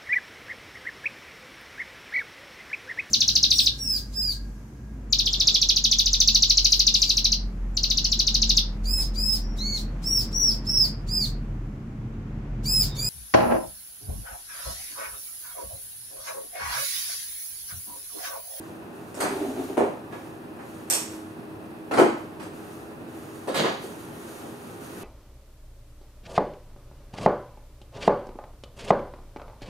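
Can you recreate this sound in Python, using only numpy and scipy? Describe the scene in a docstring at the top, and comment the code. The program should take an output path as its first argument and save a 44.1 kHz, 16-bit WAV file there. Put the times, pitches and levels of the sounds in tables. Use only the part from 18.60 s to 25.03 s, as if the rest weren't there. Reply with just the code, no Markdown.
"""Small, hard-walled room with a wooden floor, being swept.
A tube chair is dragged aside in stick-slip shoves and set down; a broom handle cracks once on a metal tube.
An armchair thumps and rocks on the boards as filtered blows, ringing modes and short thuds.
Bristles scrub by stick-slip and whisk as random snaps. Coloured noise makes a low wash of air;
wavering sines make a faint hum and drone."""
import sys
import numpy as np
from scipy import signal
from scipy.fft import rfft, irfft
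from scipy.io import wavfile
from scipy.ndimage import uniform_filter1d

SR = 44100
rng = np.random.default_rng(int(sys.argv[2]) if len(sys.argv) > 2 else 0)


def master_out(mix):
    """Clip the mix to full scale and print it as 16-bit PCM to the path in sys.argv[1]."""
    frames = np.transpose(np.atleast_2d(mix))
    ceiling = np.clip(frames, -1, 1)
    pcm = np.round(ceiling * 32767).astype(np.int16)
    wavfile.write(sys.argv[1], SR, pcm)


N = 283665


def amp(db):
    """Decibels to gain."""
    return 10 ** (np.asarray(db) / 20)


def evened(x):
    """Scales to rms 1."""
    return x / np.sqrt(np.mean(x ** 2) + 1e-20)


def read(points, hz):
    """Interpolates a table along a log-frequency axis."""
    f, value = np.transpose(points)
    return np.interp(np.log(hz + 1), np.log(f + 1), value)


def add(mix, s, sound):
    """Mixes a sound in at time s."""
    part = mix[:, round(s * SR):][:, :sound.shape[1]]
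    part += sound[:, :part.shape[1]]


def response(spectrum, size=4096):
    """Minimum-phase impulse response of a spectrum, by folding its cepstrum."""
    hz = np.fft.rfftfreq(size, 1 / SR)
    level_db = np.maximum(read(spectrum, hz), -100)
    cepstrum = irfft(np.log(amp(level_db)))
    cepstrum[1:size // 2] *= 2
    cepstrum[size // 2 + 1:] = 0
    return irfft(np.exp(rfft(cepstrum)))


def coloured(x, spectrum):
    """Passes a sound through a spectrum, at rms 1."""
    return evened(signal.oaconvolve(x, response(spectrum))[:len(x)])


def drift(cutoff_hz):
    """Slow random wander of rms 1: noise under a Gaussian low-pass."""
    hz = np.fft.rfftfreq(N, 1 / SR)
    noise = rfft(rng.standard_normal(N))
    return evened(irfft(noise * np.exp(-(hz / cutoff_hz) ** 2), N))


def diffuse(count):
    """Noise from all sides: how alike it is at the two ports depends on frequency."""
    # likeness of the two microphone ports: hz, correlation
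    likeness = [(50, 0.69), (180, 0.9), (350, 0.76), (700, 0.31), (1300, -0.08), (3000, -0.16),
                (8000, 0.92), (12000, 1)]
    a, b = rfft(rng.standard_normal((2, count)))
    same = np.clip(read(likeness, np.fft.rfftfreq(count, 1 / SR)), -1, 1)
    mid = a * np.sqrt((1 + same) / 2)
    side = b * np.sqrt((1 - same) / 2)
    return irfft(np.array([mid + side, mid - side]), count)


def room(x, direct_db, hold_s=0.017, lumps_db=0.5):
    """Direct sound, a plateau of uneven early reflections, then a decaying tail; drawn afresh per call."""
    # reverberation: hz, t60_s
    reverberation = [(100, 0.79), (300, 0.25), (900, 0.48), (3000, 0.55), (8000, 0.44), (15000, 0.27)]
    hz, t, z = signal.stft(diffuse(SR), SR, nperseg=256)
    t60_s = read(reverberation, hz)[:, None]
    decay = amp(-60 * np.maximum(t - hold_s, 0) / t60_s)
    tail = signal.istft(z * decay, SR, nperseg=256)[1]
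    t = np.arange(tail.shape[1]) / SR
    lumps = evened(uniform_filter1d(rng.standard_normal(len(t)), size=50))
    tail *= (1 - np.exp(-t / 0.00078)) * amp(lumps_db * lumps * np.exp(-t / 0.034))
    tail /= np.sqrt(np.sum(tail ** 2) / 2)
    tail[[0, 1], [2, 0]] += amp(direct_db)  # direct path: right port first, left 2 samples later
    return signal.fftconvolve(x[None], tail, axes=1)[:, :N]


def blow(spectrum):
    """One impact, with the energy of 50 ms at rms 1."""
    energy = .05 * SR
    push = response(spectrum)
    return push * np.sqrt(energy / np.sum(push ** 2))


def contact(decay_s, size=1024):
    """Chatter of a hard contact: a fading noise burst of even colour, with energy 1."""
    fade = np.exp(-np.arange(size) / SR / decay_s)
    z = rfft(rng.standard_normal(size) * fade)
    smooth_power = uniform_filter1d(abs(z) ** 2, size=15)
    burst = irfft(z / np.sqrt(smooth_power)) * np.sqrt(fade)
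    return burst / np.linalg.norm(burst)


def ring(modes, spread_db=0):
    """Free ringing after a blow: each mode decays at its own rate, with port phases closest in the bass."""
    t = np.arange(int(.5 * SR)) / SR
    out = np.zeros((2, len(t)))
    for hz, db, t60_s in modes:
        apart = rng.uniform(-np.pi, np.pi) * min(hz / 1400, .5) * np.array([[1], [-1]])
        level_db = db + spread_db * rng.standard_normal()
        decay = amp(level_db - 60 * t / t60_s) / np.sqrt(t60_s)
        out += decay * np.sin(2 * np.pi * hz * t + apart)
    return out * (1 - np.exp(-t / 0.0015))


def grains(per_s, spread_db):
    """Tiny random snaps of uneven size and either sign."""
    size = amp(spread_db * np.minimum(rng.exponential(1, N), 4))
    size *= rng.choice([-1, 1], N)
    return size * (rng.random(N) < per_s / SR)


def strokes(rows, attack_s, release_s):
    """Gain of rubbing strokes: each builds up, holds to the end of its length and dies away."""
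    t, gain = np.arange(N) / SR, np.zeros(N)
    for start_s, length_s, db in rows:
        rise = np.clip((t - start_s) / attack_s, 0, 1)
        fall = np.exp(-np.maximum(t - start_s - length_s, 0) / release_s)
        gain = np.maximum(gain, amp(db) * rise * fall)
    return gain


def sweep():
    """Bristles stick and slip over coarse grit under firm pushes, and fizz as random snaps in light strokes."""
    # firm pushes: start_s, length_s, relative_level_db
    pushes = [(4.87, 0.082, -41.5), (4.942, 0.062, -26), (5.03, 0.061, -31.5)]
    # light strokes: start_s, length_s, relative_level_db
    light_strokes = [(-.08, 0.093, -54), (.31, 0.14, -58), (.55, 0.28, -46.5), (.74, 0.31, -47.5),
                     (1.49, 0.14, -56), (1.98, 0.3, -57.5), (2.47, 0.026, -51), (3.53, 0.041, -58),
                     (3.93, 0.24, -55), (4.47, 0.17, -54.5), (4.67, 0.42, -54.5), (5.16, 0.75, -51.5),
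                     (5.6, 0.18, -50.5), (5.95, 0.29, -54), (6.18, 0.27, -48)]
    # colour of the firm scrub: hz, relative_db_per_hz
    broom = [(53, -54), (90, -28), (165, -1), (259, -15), (527, -6), (700, -8), (1690, -17), (2400, -12.5),
             (4160, -12.5), (5200, -20.5), (6600, -18.5), (8500, -39), (12000, -33), (15500, -39)]
    # colour of the light fizz: hz, relative_db_per_hz
    bristles = [(700, -4), (1300, 4.5), (2000, -5), (5450, -9), (6620, -3), (7200, -8), (8800, -7),
                (12000, -5), (15500, -12.5)]
    slips_per_s, jitter = 190, .3
    surge_db, surge_hz = 3.5, 55

    turns = np.cumsum(slips_per_s * np.exp(jitter * drift(90))) / SR
    slips = np.diff(np.floor(turns), prepend=0)  # one impulse per whole turn
    slips = signal.fftconvolve(slips, contact(.0009))[:N] * amp(surge_db * drift(surge_hz))
    rub = evened(slips) + 0.42 * evened(grains(900, spread_db=3.5))
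    firm = coloured(rub, broom) * strokes(pushes, attack_s=0.017, release_s=0.0057)

    light = coloured(grains(3000, spread_db=4.5), bristles)
    light *= strokes(light_strokes, attack_s=0.004, release_s=0.12) * amp(2 * drift(33))
    firm_heard = amp(-1.5) * room(firm, direct_db=-0.5, hold_s=0.0037)
    light_heard = amp(3.0) * room(light, direct_db=-9.0)
    return firm_heard + light_heard


def drag():
    """Chair feet stick and slip at each shove's pace, pushing the boards; a leg groans at its own pitch."""
    # shoves: start_s, length_s, relative_level_db, slips_per_s, groan_hz, groan_peak_db
    shoves = [(0.691, 0.079, -30, 104.5, 323, -42), (.745, 0.111, -28, 99, 395, -37),
              (0.804, 0.023, -30, 98, 289.4, -27.5), (0.878, 0.0283, -29.5, 135, 255.6, -29.5),
              (0.954, .05, -24, 92, 367.7, -29), (1.076, 0.029, -30.5, 110, 400, -43)]
    # colour of the feet on the boards: hz, relative_db_per_hz
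    feet = [(70, -58), (120, -36), (165, -21), (210, -15.5), (275, 3.5), (325, -5.5), (370, 4), (430, -0.5),
            (490, -14), (600, -7), (720, -9), (1000, -19), (1400, -30.5), (4000, -34), (9000, -69)]
    attack_s, release_s = 0.0083, 0.013
    slip_jitter = .13
    start_s, length_s, level_db, slips_per_s, groan_hz, groan_db = np.transpose(shoves)

    pace = np.interp(np.arange(N) / SR, start_s + length_s / 2, slips_per_s)
    turns = np.cumsum(pace * np.exp(slip_jitter * drift(40.2))) / SR
    slips = np.diff(np.floor(turns), prepend=0) * amp(1.5 * drift(80))
    push = evened(slips) + 0.32 * evened(grains(720, spread_db=14.0))
    force = strokes(zip(start_s, length_s, level_db), attack_s, release_s)
    scrape = coloured(push, feet) * force

    wobble_s = np.cumsum(1 + .025 * drift(50)) / SR  # time base that wavers in speed
    groan = np.zeros(N)
    for hz, *row in zip(groan_hz, start_s, length_s, groan_db):
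        groan += strokes([row], attack_s, release_s) * np.sin(2 * np.pi * hz * wobble_s)
    return amp(-3.5) * room(scrape, direct_db=-3.5, hold_s=0.0052) + groan


def knocks():
    """Chair, armchair and broom strike the boards, and a few light footsteps or taps fall between; each blow
    has its own hardness and chatter and rings with one thing's modes."""
    # blows and bounces: start_s, level_db, thud_db (200 Hz), clack_db (1800 Hz), tick_db (8000 Hz), # direct_db
    # (against the room), thing that rings (the light taps at 1.52, 1.99, 3.80, 3.82, 5.24 and 5.83 s ring with
    # the broom's modes)
    blows = [(.544, -51.5, 0, 17, 33, -11, "chair"), (.573, -37, -2, 4, 14, -12, "chair"),
             (.603, -31.5, -9, 17, 26, -18, "chair"), (.615, -39.5, -2, 16, 15, -6, "chair"),
             (.629, -32, 5.5, 18, 5, -17, "chair"), (.657, -36.5, 4, 12, 8, -4, "chair"),
             (.698, -42.5, -2, 13, 11, -6, "chair"), (1.171, -22, -19, 0.5, 2.5, -13.5, "chair"),
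             (1.179, -20.5, -3.5, -2, -5, -5, "chair"), (1.194, -27, -3.5, 3.5, -8, -10, "chair"),
             (1.207, -23.5, -4, -3, -8, -2, "chair"), (1.237, -26, -10, -12, -14, -4, "chair"),
             (1.524, -43.5, 6, 18, 11.5, -14, "broom"), (1.989, -48, 2, 18, 7, -16, "broom"),
             (3.312, -26.5, -10, 12, 7.5, -16, "armchair"), (3.338, -29, 1, 13, 12, -15, "armchair"),
             (3.375, -23.5, -3.5, 14, 9, -11, "armchair"),
             (3.384, -16.5, -3.5, 9.5, 2.5, -13.5, "armchair"), (3.399, -22, -5.5, 3.5, 5, -3, "armchair"),
             (3.413, -25.5, 2, -1, -1, -15, "armchair"), (3.439, -27.5, 0, -16, -11, 0, "armchair"),
             (3.463, -31, -6, -6, -9, -0.5, "armchair"), (3.798, -46.5, 14, 20.5, 18.5, -14, "broom"),
             (3.824, -48, -20, 13, 23, -11, "broom"), (4.874, -31, -0.5, -1, 9.5, -13, "broom"),
             (4.881, -29, -10, 6, 4, -11, "broom"), (4.943, -36, 8, 20.5, 24.5, -16, "broom"),
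             (4.956, -35.5, 7.5, 19, 23, -15, "broom"), (4.972, -37.5, 2, 16, 17, -5, "broom"),
             (4.997, -32, 6.5, 15.5, 4, -6, "broom"), (5.039, -27.5, -9, 13, -5, -14, "broom"),
             (5.046, -32, -14, -9, -11, 3, "broom"), (5.055, -33.5, -6, 8, -2, -4.5, "broom"),
             (5.07, -38.5, -3, 18, 6, -4, "broom"), (5.085, -41, -8, 18, 0, -4, "broom"),
             (5.239, -38, -16, -18, 12, -9, "broom"), (5.831, -40, -1, -7, -13, -18, "broom")]
    # colour of a blow on the boards: hz, relative_db_per_hz
    boards = [(29, -49), (50, -37), (100, -21.5), (170, -11.5), (230, -2), (280, 0), (380, 2), (551, -3),
              (981, -11.5), (1300, -17), (1700, -24.5), (2500, -31), (3300, -37), (8500, -39.5),
              (15500, -52)]
    # ringing of each thing on the floor: hz, strength_db, t60_s
    chair_modes = [(289, -19, .33), (406, -7.5, 0.16), (494, -18, .39), (618, -17, 0.44), (739, -16, .45),
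                   (900, -21, 0.6), (982, -24, 0.45), (1330, -32, .3), (1470, -31, 0.3), (1750, -29, 0.32)]
    armchair_modes = [(293, -5.5, 0.28), (340, -10, 0.43), (368, -12.5, 0.28), (589, -20, 0.46),
                      (727, -22, 0.51), (835, -14.5, .38), (985, -27, 0.52), (1306, -24, .38),
                      (1470, -26, 0.36), (2020, -43, 0.37)]
    broom_modes = [(461, -17, 0.42), (535, -8.5, 0.39), (697, -19, .3), (1680, -25.5, 0.39),
                   (2470, -31.5, 0.26)]
    modes = {"chair": chair_modes, "armchair": armchair_modes, "broom": broom_modes}

    out = np.zeros((2, N))
    treble = signal.butter(3, 2500, "high", fs=SR, output="sos")
    for s, db, thud_db, clack_db, tick_db, direct_db, thing in blows:
        hardness = response([(200, thud_db), (450, 0), (1800, clack_db), (8000, tick_db)])
        hit = signal.fftconvolve(blow(boards), hardness)
        chatter = signal.fftconvolve(hit, contact(0.0035))[:len(hit)]
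        chatter = signal.sosfilt(treble, chatter)
        ringing = signal.fftconvolve(ring(modes[thing], spread_db=3.0), hardness[None], axes=1)
        add(out, s, amp(db) * room(hit + 0.87 * chatter, direct_db))
        add(out, s, amp(db) * ringing)
    return out


def rocking():
    """The armchair settles on one leg after another: each landing is a dull thud a few cycles long."""
    # landings: start_s, relative_level_db
    landings = [(3.393, -18), (3.41, -13.5), (3.434, -16), (3.459, -21)]
    thud_hz, thud_s = 350, 0.0137
    t, out = np.arange(0, thud_s, 1 / SR), np.zeros((2, N))
    thud = np.sin(np.pi * t / thud_s) ** 2 * np.sin(2 * np.pi * thud_hz * t)
    for s, db in landings:
        add(out, s, 2 * amp(db) * thud[None])
    return out


def clack():
    """The handle cracks once on a metal tube: early echoes, strong modes, dense random partials, room answer."""
    # crack and its early echoes: start_s, relative_level_db
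    arrivals = [(2.3, -6.5), (2.3077, -9.5), (2.312, -17), (2.325, -10.5), (2.3365, -9), (2.35, -16)]
    # colour of the crack: hz, relative_db_per_hz
    tube = [(120, -32), (250, -8), (500, -6), (1000, -5), (1500, -10), (2500, -9.5), (4400, -14.5),
            (5500, -5.5), (7000, -3), (7800, -0.5), (9000, -6.5), (9400, -13), (9750, -19), (10400, -14),
            (11500, -8.5), (14500, -13), (15500, -28)]
    # ringing of the tube: hz, strength_db, t60_s
    tube_modes = [(3450, -33, 0.34), (4280, -22, .3), (4613, -22.5, 0.68), (5170, -15, 0.46),
                  (5399, -13, 0.39), (5360, -22, .36), (5862, -15, 0.33), (6210, -19, .45),
                  (6500, -20, .34), (6788, -15, .42), (7700, -9, .36), (7700, -7, .33), (7946, -12, .3),
                  (8065, -12, .33), (8500, -10.5, .35), (8500, -13, .35), (8900, -13, .31),
                  (8800, -12, 0.36), (11770, -17, .29), (12620, -20, 0.42), (14750, -19, .25)]
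    clack_db, room_db = -18.5, -4.5  # room_db is relative to clack_db
    partials_db, partials_t60_s = -13, 0.33  # level relative to the crack's spectrum

    crack = blow(tube)
    thin = signal.fftconvolve(crack, response([(500, -8), (3000, -15), (7500, -0.5), (12000, 0.0)]))
    # dense random ringing partials
    partials_hz = np.linspace(2500, 15000, 80) + rng.uniform(-70, 70, 80)
    partials = [(hz, partials_db + read(tube, hz), partials_t60_s) for hz in partials_hz]
    metal = ring(tube_modes) + ring(partials, spread_db=3.5)
    out = np.zeros((2, N))
    for s, db in arrivals:
        straight = np.array([signal.fftconvolve(thin, contact(.0016)) for port in range(2)])
        add(out, s, amp(clack_db + db) * straight)
        add(out, s, amp(clack_db + db - 0.5) * metal)
    answer = room(crack, direct_db=-32, hold_s=0.06, lumps_db=3.0)
    add(out, arrivals[0][0] + .003, amp(clack_db + room_db) * answer)
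    return out


def background():
    """A low wash of air, a faint steady hum, and a thin drone that slowly bends in pitch."""
    # colour of the air: hz, relative_db_per_hz
    air_colour = [(15, -44), (25, -39.5), (101, -9.5), (156, -9), (240, -8), (281, -8.5), (322, -4),
                  (355, -6.5), (410, -9.5), (445, -12), (782, -15), (1750, -23.5), (2200, -32),
                  (2620, -26.5), (3000, -34.5), (7910, -41.5), (10100, -39), (15500, -40)]
    # steady hum: hz, rms_level_db
    hum_tones = [(102.3, -59.5), (239.5, -54.5), (411, -53.5), (793, -66.5)]
    # bending drone: time_s, pitch_hz, rms_level_db
    drone_path = [(0, 326, -44.5), (.7, 318.7, -59.5), (1.4, 316.6, -50.5), (2.8, 318.9, -44.5),
                  (3.8, 316, -45.5), (4.7, 323.3, -51), (5.4, 324.9, -52.5), (6.4, 331.4, -52.5)]
    air_level_db = -41

    air = np.array([coloured(port, air_colour) for port in diffuse(N)])
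    air *= amp(air_level_db + .5 * drift(39))
    t, hum = np.arange(N) / SR, np.zeros(N)
    for hz, db in hum_tones:
        hum += amp(db + 1.5 * drift(3)) * np.sin(2 * np.pi * hz * t + .4 * drift(2))

    time_s, pitch_hz, level_db = np.transpose(drone_path)
    turns = np.cumsum(np.interp(t, time_s, pitch_hz)) / SR
    drone_gain = amp(np.interp(t, time_s, level_db) + 1.5 * drift(5))
    drone = drone_gain * np.sin(2 * np.pi * turns + .3 * drift(4))
    return air + np.sqrt(2) * (hum + drone)  # sqrt(2): rms to peak


def scene():
    """All that sounds in the room."""
    return sweep() + drag() + knocks() + rocking() + clack() + background()


def record(dry):
    """Each microphone port colours the treble in its own way; then a low-pass sets the band limit."""
    # colour of the ports: hz, left_db, right_db
    port_colours = [(3500, -0.5, 0), (7030, -6, -4), (6950, -1, -9), (7600, -8, -2), (9040, -8.5, 5),
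                    (9620, -0.5, -5.5), (10460, 2.5, -5), (11500, -8, -5.5), (11500, 2, -6),
                    (13100, -6, -6)]
    edge_hz = 15700
    hz, left_db, right_db = np.transpose(port_colours)
    ports = np.array([response(np.column_stack([hz, db])) for db in (left_db, right_db)])
    heard = signal.oaconvolve(dry, ports, axes=1)[:, :N]
    edge = signal.firwin(511, edge_hz, window=("kaiser", 9), fs=SR)
    return signal.oaconvolve(heard, edge[None], "same", axes=1)


dry = scene()
out = record(dry)
master_out(out)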